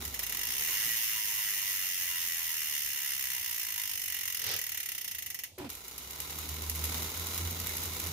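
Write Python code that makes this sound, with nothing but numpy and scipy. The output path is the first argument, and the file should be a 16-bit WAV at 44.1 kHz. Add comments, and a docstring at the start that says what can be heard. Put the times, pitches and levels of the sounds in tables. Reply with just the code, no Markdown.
"""In a workshop, close by, a bicycle sits on a stand. The cranks come to rest and the rear wheel coasts:
small catches in its hub (pawls) snap over a ring of teeth, a buzz that slows to separate clicks.
Something brushes the tyre once. Then the pawls catch with a shudder and the cranks turn again,
so the chain hisses, hums and ticks over the rear cogs."""
import sys
import numpy as np
from scipy import signal
from scipy.fft import rfft, irfft, next_fast_len
from scipy.io import wavfile
from scipy.ndimage import uniform_filter1d

SR = 44100
rng = np.random.default_rng(int(sys.argv[2]) if len(sys.argv) > 2 else 0)


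def unload_wav(signal):
    """Save mono or channel-first audio to the path in sys.argv[1] as 16-bit WAV at rate SR, clipped to [-1, 1]."""
    wavfile.write(
        sys.argv[1],
        SR,
        np.round(np.clip(np.atleast_2d(signal).T, -1, 1) * 32767).astype(np.int16),
    )


N = 358091
TIME = np.arange(N) / SR

TEETH_PER_TURN, TEETH_PER_LINK, FIRST_CLICK_TEETH = 70, 1.75, .16
# the three pawls drop one after another: delay/s, extra delay/teeth, level/dB
PAWLS = [(0, 0.001, -0.5), (.0008, 0.013, 0.5), (.0016, .058, 0.07)]
# how hard the pawls strike: t/s, level/dB
PAWL_FORCE = [(.05, -11), (.2, -5.5), (.35, -6), (.7, -5.5), (1.2, -7), (4.3, -7), (4.6, -6), (5.1, -8.5),
              (5.45, -8)]
# tone of a pawl strike: f/Hz, level/dB
PAWL_TONE = [(650, -36), (860, -28), (1150, -23), (1370, -16), (1560, -18), (1740, -7), (1850, -9.5),
             (1960, -3.5), (2130, -4), (2260, -7), (2550, -9), (2750, -4), (3350, -8.8), (3720, -9),
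             (3950, -21), (4110, -8), (4230, -11), (4500, -8), (4750, -16), (4900, -9.5), (5300, -6),
             (5650, -8), (5950, -4.5), (6850, -5), (7400, -12.5), (8300, -11.5), (9200, -4), (9800, -6.5),
             (11500, -1.5), (14700, .5), (15500, -1.5)]


def freehub(jitter_s=.00004, uneven_teeth=.0015, alternate_teeth=.001, variants=9):
    """While the wheel outruns the cogs, the pawls snap into every tooth: a tick, a clink and a ring."""
    teeth_per_s = np.maximum(wheel_speed() - TEETH_PER_LINK * curve(CHAIN_SPEED), 0)
    teeth = np.cumsum(teeth_per_s) / SR - FIRST_CLICK_TEETH
    drops = whole_steps(teeth)
    strength = amp(curve(PAWL_FORCE)[drops]) / np.sqrt(len(PAWLS))
    tooth_s = 1 / np.maximum(teeth_per_s[drops], 20)
    # the teeth are not quite evenly spaced, and every other one comes early
    spacing = uneven_teeth * rng.standard_normal(len(drops))
    spacing += alternate_teeth * (-1) ** np.arange(len(drops))
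    sides, strikes, snaps = np.zeros((variants, N)), np.zeros(N), np.zeros(N)
    for pawl, (delay_s, delay_teeth, db) in enumerate(PAWLS):
        jitter, force, edge = rng.standard_normal((len(drops), 3)).T
        turns = teeth[drops] / TEETH_PER_TURN + pawl / len(PAWLS)
        # the toothed ring is slightly oval, so the delay swings twice a turn
        lag_s = (delay_s + delay_teeth * tooth_s) * (1 + .3 * np.sin(2 * np.pi * 2 * turns))
        times = TIME[drops] + spacing * tooth_s + lag_s + jitter_s * jitter
        sizes = strength * amp(db + 1.84 * force)
        for k in range(variants):  # the clink changes as the pawl moves around the ring
            away = abs((turns - k / variants + .5) % 1 - .5) * variants
            sides[k] += impulses(times, sizes * np.cos(np.pi / 2 * np.minimum(away, 1)))
        strikes += impulses(times, sizes)
        snaps += impulses(times, strength * amp(db - 5 + 2 * edge))
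    clinks, ticks = np.zeros((2, N)), np.zeros((2, N))
    for side in sides:
        tone = patchy(PAWL_TONE, spread_db=3.5)
        clinks += excite(side, clink(tone, t60=.037, tail_db=-8, tail_t60=.25, rise_s=.001))
    variant = rng.integers(0, variants, N)
    for k in range(variants):  # each tooth edge ticks a little differently
        tick = clink(PAWL_TONE, t60=.014, tail_db=-10.5, tail_t60=.12, rise_s=.0001)
        ticks += excite(snaps * (variant == k), tick)
    return amp(-1.5) * clinks + ticks + hub_ring(strikes, teeth_per_s, teeth)


# notes of the hub, cogs and brake disc (t60 is the time to fade by 60 dB): f/Hz, level/dB, t60/s,
# faces the listener at/turns, swells per turn, first swell at/share of the gap between swells
HUB_NOTES = [(965, -27, .1, .58, 3, .39), (1052, -28.5, .07, .64, 3, .41), (1745, -27.5, .05, .84, 2, .2),
             (1936, -19.5, .09, .69, 2, .02), (1960, -12.5, .018, .69, 2, .1),
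             (2030, -23, .06, .55, 2, .17), (2110, -23, .05, .45, 2, .24), (2710, -21.5, .07, .47, 3, .24),
             (2806, -19, .09, .44, 3, .22), (2940, -25, .06, .4, 3, .18), (3862, -29.5, .12, .8, 3, 0),
             (4102, -30.5, .09, .78, 5, .91), (5303, -19, .11, .2, 2, .08), (5473, -24.7, .14, .2, 4, .9),
             (5790, -28.5, .12, .9, 4, .13), (5930, -24.5, .07, .1, 2, .45), (6447, -22, .12, .56, 3, .53),
             (6850, -23.5, .07, .53, 3, .86), (9376, -25, .09, .34, 4, 0), (10761, -23, .07, 0, 2, .23),
             (13230, -16.7, .08, .9, 5, .48)]
# how strongly the pawls ring the notes: f/Hz, level/dB
RING_LEVEL = [(1000, -26.5), (1900, -24), (5000, -24.3), (13000, -24.3)]
# rise and fall of the lowest notes: t/s, level/dB
LOW_NOTE_LEVEL = [(.6, 0), (1, -2), (1.2, 2), (1.55, 3), (1.8, -4), (2.1, -3), (2.35, 1), (2.7, -4),
                  (3.05, -5), (3.4, 2), (3.85, 4), (4.1, -2)]
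# low notes fade most as the wheel slows: f/Hz, power the speed is raised to
RING_SPEED_POWER = [(1000, .4), (1900, .1), (2800, .25), (4000, 0)]


def hub_ring(strikes, teeth_per_s, teeth, turn_db=1.2, swell_db=1.9, full_teeth_per_s=85):
    """The struck metal rings louder in some directions, so each note swells and fades as it turns."""
    out, turns = np.zeros((2, N)), teeth / TEETH_PER_TURN
    for hz, db, t60, facing, swells, first_swell in HUB_NOTES:
        level_db = read(RING_LEVEL, hz) + turn_db * np.cos(2 * np.pi * (turns - facing))
        level_db += swell_db * np.cos(2 * np.pi * (swells * turns - first_swell))
        if hz < 1500:
            level_db += curve(LOW_NOTE_LEVEL)
        favour_db = 2 * rng.standard_normal(int(teeth[-1]) + 1)  # every tooth favours other notes
        level_db += favour_db[teeth.astype(int)]
        speed_gain = (teeth_per_s / full_teeth_per_s) ** read(RING_SPEED_POWER, hz)
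        out += excite(strikes * amp(level_db) * speed_gain, ring([(hz, db, t60)]))
    return out


START_TEETH_PER_S, DRAG_TEETH_PER_S2, EASE_TEETH_PER_S3 = 133.45, 22.253, .62


def wheel_speed(pull_teeth2_per_s2=62.5, heavy_side_turns=.651):
    """Teeth per second: drag slows the wheel, and its heavy side hurries and holds it once a turn."""
    speed = START_TEETH_PER_S - DRAG_TEETH_PER_S2 * TIME + EASE_TEETH_PER_S3 * TIME ** 2 / 2
    speed = np.maximum(speed, 10)
    turns = np.cumsum(speed) / SR / TEETH_PER_TURN + heavy_side_turns
    return speed + pull_teeth2_per_s2 / speed * np.sin(2 * np.pi * turns)


# how fast the chain moves: t/s, speed/(links per s)
CHAIN_SPEED = [(0, 76), (.2, 60.2), (.45, 39.8), (.65, 22.6), (.8, 6), (.88, 0), (5.44, 0), (5.7, 49),
               (6.2, 72), (6.43, 77), (6.9, 78.5), (7.12, 82.8), (7.61, 86), (8.12, 83)]
# the chain as the cranks stop: t/s, hiss level/dB, hum level/dB
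RUN_DOWN = [(0, -39, -51), (.08, -46, -47), (.14, -46.5, -56), (.5, -46.5, -62.5), (.7, -48.5, -72),
            (.86, -49, -68), (1.05, -64, -81), (1.3, -75, -90)]
# hiss of the pedalled chain: t/s, level/dB
PEDAL_HISS = [(5.69, -44), (5.78, -50.5), (6.32, -42.5), (6.66, -43.5), (6.745, -47), (6.755, -41.5),
              (7.02, -39), (7.14, -41), (7.24, -40), (8.12, -40)]
# hum as the pedals are pushed: t/s, level/dB
PEDAL_HUM = [(5.7, -60), (5.84, -64), (6.15, -57), (6.18, -61), (6.36, -48.5), (6.66, -40), (7.01, -40),
             (7.14, -51), (7.23, -42), (7.32, -49), (7.44, -38), (7.66, -45), (7.7, -51), (7.86, -43.5),
             (8.01, -49.5), (8.1, -39.5), (8.12, -42)]


def chain():
    """The chain runs down, is silent while the wheel coasts, and starts again."""
    hiss_db = np.maximum(curve(RUN_DOWN, outside=-120), curve(PEDAL_HISS, outside=-120))
    hum_db = np.maximum(curve(RUN_DOWN, column=2, outside=-120), curve(PEDAL_HUM, outside=-120) - 1)
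    links_per_s = np.maximum(curve(CHAIN_SPEED), 10)
    links = np.cumsum(links_per_s) / SR
    return chain_hiss(links, links_per_s, hiss_db) + chain_hum(links, hiss_db, hum_db)


# tone of the chain's rollers landing on the cogs: f/Hz, level/dB
ROLLER_TONE = [(200, -20), (400, -1), (650, -5.5), (850, -3.5), (970, 1), (1170, -2.5), (1320, 0),
               (1600, -6.5), (1800, -7), (2050, 1.2), (2300, -1.5), (2650, -5), (2850, -1), (3250, -5),
               (3550, -.5), (4050, -.8), (4300, -5), (4550, -3), (5400, -3), (6750, -.5), (8200, -9.5),
               (9300, -4), (10300, -4), (12600, 0), (13500, -2.5), (14400, -.3), (15400, -2)]


def chain_hiss(links, links_per_s, hiss_db, rattles_per_s=1400, narrow_db=-5, variants=12):
    """Rollers land on the cogs, wide and narrow links by turns, while loose pins rattle."""
    landings = whole_steps(links)
    speed, narrow = links_per_s[landings], np.arange(len(landings)) % 2
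    rattles = (rng.random(N) < rattles_per_s / SR) * rng.standard_normal(N)
    hits = amp(-3) * evened(rattles)
    for wheel in range(3):  # the cog and the two small guide wheels
        late, force = rng.standard_normal((len(landings), 2)).T
        times = TIME[landings] + (wheel * .3 + .05 * late) / speed
        sizes = evened(amp(narrow_db * narrow + 2.5 * force)) * np.sqrt(SR / speed / 2)
        hits += impulses(times, sizes) * amp(-2 - .9 * wheel)
    hits *= amp(hiss_db)
    out, variant = np.zeros((2, N)), rng.integers(0, variants, N)
    for k in range(variants):  # spots along the chain clink a little differently
        roller = clink(ROLLER_TONE, t60=.014, tail_db=-17.5, tail_t60=.15, dull_hz=13700)
        out += excite(hits * (variant == k), roller)
    return out


# notes in the hum: multiple of the link rate, level/dB
HUM_NOTES = [(1, 2), (2, -9), (3, -14.5), (4, -16.5), (5, -19.5), (6, -25)]
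# tone of the frame shaken by the chain: f/Hz, level/dB
FRAME_TONE = [(20, -44), (35, -23), (55, -3.5), (70, -2.5), (80, 2.5), (115, -11.5), (150, -5), (195, -12),
              (245, -4), (285, -14), (310, -6.5), (345, -15.5), (380, -9), (480, -28), (900, -20),
              (2000, -70)]


def chain_hum(links, hiss_db, hum_db, push_share=.42):
    """The steady beat of links meeting teeth hums in the frame; higher notes waver more."""
    slow = signal.butter(2, 8, fs=SR, output="sos")
    wavers = evened(signal.sosfilt(slow, rng.standard_normal((len(HUM_NOTES), N))))
    base, *overtones = (amp(db) * (1 + waver * multiple / 13) * np.sin(2 * np.pi * multiple * links)
                        for waver, (multiple, db) in zip(wavers, HUM_NOTES))
    shaking = amp(-6) * sum(overtones) + amp(-9) * colour(noise_pair(N), FRAME_TONE)
    shaking_db = hiss_db + push_share * (hum_db - hiss_db)  # only partly follows the pedal push
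    return amp(hum_db) * base + amp(shaking_db) * shaking


# hard snags of the chain, with the first row a sharp tick as the first pawl drops: t/s, level/dB
HARD_SNAGS = [(.0505, -25.5), (0.078, -27), (5.5837, -35), (5.7007, -27), (5.751, -31), (5.8805, -30),
              (5.9798, -27.5), (6.108, -29), (6.2018, -22.5), (6.3069, -29), (6.3869, -26), (6.4901, -25.5),
              (6.5413, -30), (6.6202, -28), (6.6965, -18.5), (6.7501, -28), (6.757, -25.5), (6.8403, -19),
              (6.854, -25), (6.9798, -27), (7.029, -26), (7.1734, -27), (7.1968, -27.5), (7.2682, -25),
              (7.3442, -24), (7.3774, -21), (7.5087, -26.5), (7.5996, -24), (7.6695, -21.5),
              (7.6925, -25.5), (7.768, -21.5), (7.8342, -25), (7.8552, -26.5), (7.9342, -27), (7.999, -23),
              (8.0694, -25)]
# tone of a snag: f/Hz, level/dB
SNAG_TONE = [(500, -15), (1700, -20), (2200, -0.5), (4000, -1.5), (6700, 4.5), (8200, -1.5), (10000, 4),
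             (12300, 12), (15500, 2.5)]


def snags(light_per_s=7, gain_db=15, variants=8):
    """The chain's side plates catch on the cogs with sharp ticks, and the cogs ring along."""
    chance = np.flatnonzero(rng.random(N) < light_per_s / SR)
    light_db = curve(PEDAL_HISS, outside=-120)[chance] + 8  # light snags follow the hiss
    times, db = np.vstack([HARD_SNAGS, np.column_stack([TIME[chance], light_db])]).T
    sizes, ticks = amp(db + gain_db), np.zeros((2, N))
    for k in range(variants):  # a few places around the cogs
        tick = clink(SNAG_TONE, t60=.025, tail_db=-13, tail_t60=.36, rise_s=.0004)
        ticks += excite(impulses(times[k::variants], sizes[k::variants]), tick)
    return ticks + amp(-28) * excite(impulses(times, sizes), ring(HUB_NOTES))


# taps of a loose metal part: t/s, level/dB
CAGE_TAPS = [(7.669, -47), (7.692, -42), (7.699, -45)]
# its notes: f/Hz, level/dB, t60/s
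CAGE_NOTES = [(1700, -4, .04), (1930, -4, .04), (2148, 0, .1), (3490, -9, .06), (3876, -7, .06)]


def chatter():
    """A loose metal part, likely the cage that guides the chain, chatters briefly and rings."""
    times, db = np.transpose(CAGE_TAPS)
    return excite(impulses(times, amp(db)), ring(CAGE_NOTES))


# knocks as the drive stops and takes up again: t/s, level/dB, contact time/s
JOLTS = [(0.856, -45, 0.00098), (5.584, -55, .0001), (5.599, -42.5, .0001), (5.618, -45, .0001),
         (5.642, -44, .0001), (5.656, -53, .0001)]
# notes of the frame and stand: f/Hz, level/dB, t60/s
STAND_NOTES = [(86, -2, 0.22), (121, 5.5, 0.12), (250, 3.5, 0.2), (292, -2, 0.3), (377, 5.5, 0.15),
               (515, 3, 0.062), (600, -7, 0.069), (846, 4, 0.099), (970, 9, 0.062), (1360, -9, 0.058)]


def shudder(gain_db=-7):
    """Each jolt rings the frame and its stand; a long, soft contact leaves only a thump."""
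    pushes = np.zeros(N)
    for start, db, contact_s in JOLTS:
        push = np.exp(-((TIME - start) / contact_s) ** 2)
        pushes += amp(db + gain_db) * push / push.sum()
    return excite(pushes, ring(STAND_NOTES))


# slips as the drive takes up: t/s, length/s, starting f/Hz, level/dB
SLIPS = [(5.578, 0.066, 419, -44), (5.643, 0.039, 303.4, -44.5)]


def groan(wobble=.107, rise_s=.0042, fade_s=.028, sag_octaves_per_s=10.5):
    """The drive sticks and slips: an unsteady low note that falls in pitch, with a coarse scrape."""
    unsteady = 1 + wobble * smooth_noise(150)
    scrape_tone = [(50, -18.5), (100, -17), (550, 4), (700, 2),  # f/Hz, level/dB
                   (1000, -7.5), (1200, -7), (2500, -4.5), (8000, -17)]
    scrape = amp(-3) * colour(noise_pair(N), scrape_tone)
    out = np.zeros((2, N))
    for start, length, hz, db in SLIPS:
        age = np.maximum(TIME - start, 0)
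        cycles = np.cumsum(hz * 2 ** (-sag_octaves_per_s * age) * unsteady) / SR
        level = amp(db) * np.clip(np.minimum(age / rise_s, (length - age) / fade_s + .5), 0, 1)
        out += level * (np.sqrt(2) * np.sin(2 * np.pi * cycles) + scrape)
    return out


# tone of rubbed rubber: f/Hz, level/dB
RUBBER_TONE = [(40, -27), (85, 4.5), (180, -8.5), (300, -12.5), (450, 0), (650, -9.5), (1200, -7),
               (2500, -1.5), (4000, -1), (5500, 1.5), (8000, -14), (15000, -32)]


def tyre_brush(peak_s=4.485, hold_s=.062, rise_db_per_s=200, fall_db_per_s=235):
    """Something touches the tyre once, and the rubber rubs past in small uneven slips."""
    grain = np.exp(.21 * smooth_noise(200))
    before, after = np.maximum(peak_s - TIME, 0), np.maximum(TIME - peak_s - hold_s, 0)
    level = amp(-36.3 - rise_db_per_s * before - fall_db_per_s * after)
    return colour(noise_pair(N) * grain, RUBBER_TONE) * level


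# tone of air stirred by the wheel: f/Hz, level/dB
WHIRR_TONE = [(30, -22), (80, -1), (120, -2), (160, 2), (205, -16), (390, -9), (600, -14), (2000, -46)]


def whirr():
    """Spokes and tyre stir the air, less and less as the wheel slows."""
    return amp(-61) * (wheel_speed() / START_TEETH_PER_S) ** 3 * colour(noise_pair(N), WHIRR_TONE)


# tone of the workshop's still air: f/Hz, level/dB
ROOM_TONE = [(20, -10), (45, -10.5), (80, 6.5), (120, -3), (165, -3.5), (200, -13), (250, -8.5), (450, -11),
             (900, -12), (1500, -32), (3000, -13.5), (6500, -15.5), (9000, -19), (15500, -32)]


def workshop():
    """A low, steady background."""
    return amp(-60) * colour(noise_pair(N), ROOM_TONE)


def clink(tone, t60, tail_db, tail_t60, rise_s=.0012, dull_hz=9000):
    """A metal strike of energy 1: a burst that dies fast, then a duller tail from wheel and room."""
    t = TIME[:SR // 3]
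    body = noise_pair(len(t)) * amp(-60 * t / t60) * (1 - np.exp(-t / rise_s))
    tail = noise_pair(len(t)) * amp(tail_db - 60 * t / tail_t60)
    tail = signal.lfilter(*signal.butter(1, dull_hz, fs=SR), tail)
    strike = colour(body + tail, tone)
    return strike / np.linalg.norm(strike, axis=1, keepdims=True)


# how alike left and right are: f/Hz, likeness from 0 to 1
LIKENESS = [(30, .9), (80, .93), (300, .85), (700, .45), (1300, .3), (2200, 0), (16000, 0)]


def noise_pair(size):
    """White noise for left and right, alike in the bass and unrelated in the treble."""
    left, other = rfft(rng.standard_normal((2, size)))
    same = read(LIKENESS, np.fft.rfftfreq(size, 1 / SR))
    return irfft(np.array([left, same * left + np.sqrt(1 - same ** 2) * other]), size)


def ring(notes):
    """Fading pure notes; high ones reach left and right further out of step."""
    t = TIME[:SR // 3]
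    out = np.zeros((2, len(t)))
    for hz, db, t60, *_ in notes:
        apart = np.arccos(read(LIKENESS, hz)) * rng.choice([-1, 1]) * np.array([[-.5], [.5]])
        note = amp(db - 60 * t / t60) * np.sin(2 * np.pi * hz * t + apart)
        low_cut = signal.butter(3, hz / 2, "highpass", fs=SR, output="sos")
        out += signal.sosfilt(low_cut, note)  # nothing sounds far below the note
    return out


def colour(x, tone, size=4096):
    """Gives a sound the tone of a table, with a filter that never rings ahead of a hit."""
    log_gain = np.log(amp(read(tone, abs(np.fft.fftfreq(size, 1 / SR)))))
    taps = np.fft.ifft(np.exp(np.conj(signal.hilbert(log_gain)))).real[:size // 2]
    return signal.oaconvolve(x, taps[None] / np.linalg.norm(taps), axes=1)[:, :x.shape[1]]


def patchy(tone, spread_db):
    """The same tone with chance bumps and dips, mostly below the top treble."""
    hz, db = np.transpose(tone)
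    bumps_db = spread_db * rng.standard_normal(len(hz)) / (1 + (hz / 9000) ** 4)
    return np.column_stack([hz, db + bumps_db])


def amp(db):
    """Decibels to gain."""
    return 10 ** (np.asarray(db) / 20)


def evened(x):
    """Scales to an average power of 1."""
    return x / np.sqrt(np.mean(x ** 2) + 1e-20)


def smooth_noise(samples):
    """A random wobble, smoothed over this many samples."""
    return evened(uniform_filter1d(rng.standard_normal(N), size=samples))


def read(rows, hz):
    """Looks up a frequency in a table, sliding between rows by pitch."""
    f, value = np.transpose(rows)
    return np.interp(np.log(hz + 1), np.log(f + 1), value)


def curve(rows, column=1, outside=None):
    """One column of a table of times, for every sample."""
    rows = np.asarray(rows)
    return np.interp(TIME, rows[:, 0], rows[:, column], outside, outside)


def whole_steps(count):
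    """The samples at which a rising count passes a whole number."""
    return np.flatnonzero(np.diff(np.floor(count)) > 0)


def impulses(times, sizes):
    """A row of clicks of the given sizes."""
    return np.bincount(np.clip(np.round(times * SR).astype(int), 0, N), sizes, N + 1)[:N]


def excite(clicks, sound):
    """Every click sets off the two-channel sound."""
    return signal.oaconvolve(clicks[None], sound, axes=1)[:, :N]


# the hub's treble reaches the right ear more: f/Hz, left minus right level/dB
HUB_BALANCE = [(60, 8), (240, 1), (950, -4), (3770, 0), (15000, -2.5)]


def place_hub(x):
    """Leans each frequency of the hub to the left or right."""
    size = next_fast_len(N)
    lean_db = read(HUB_BALANCE, np.fft.rfftfreq(size, 1 / SR)) * np.array([[.5], [-.5]])
    return irfft(rfft(x, size) * amp(lean_db), size)[:, :N]


def scene():
    """Mixes everything, with the bicycle a little to the right."""
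    hub = amp(1.87) * place_hub(freehub())
    drive = (chain() + snags() + chatter()) * amp([[.8], [2.4]])
    rest = (shudder() + groan() + tyre_brush() + whirr() + workshop()) * amp([[-1], [1]])
    return hub + drive + rest


def record(dry, edge_hz=15600):
    """Cuts off the very highest treble."""
    taps = signal.firwin(401, edge_hz, window=("kaiser", 8), fs=SR)
    return signal.oaconvolve(dry, taps[None], "same", axes=1)


dry = scene()
out = record(dry)
unload_wav(out)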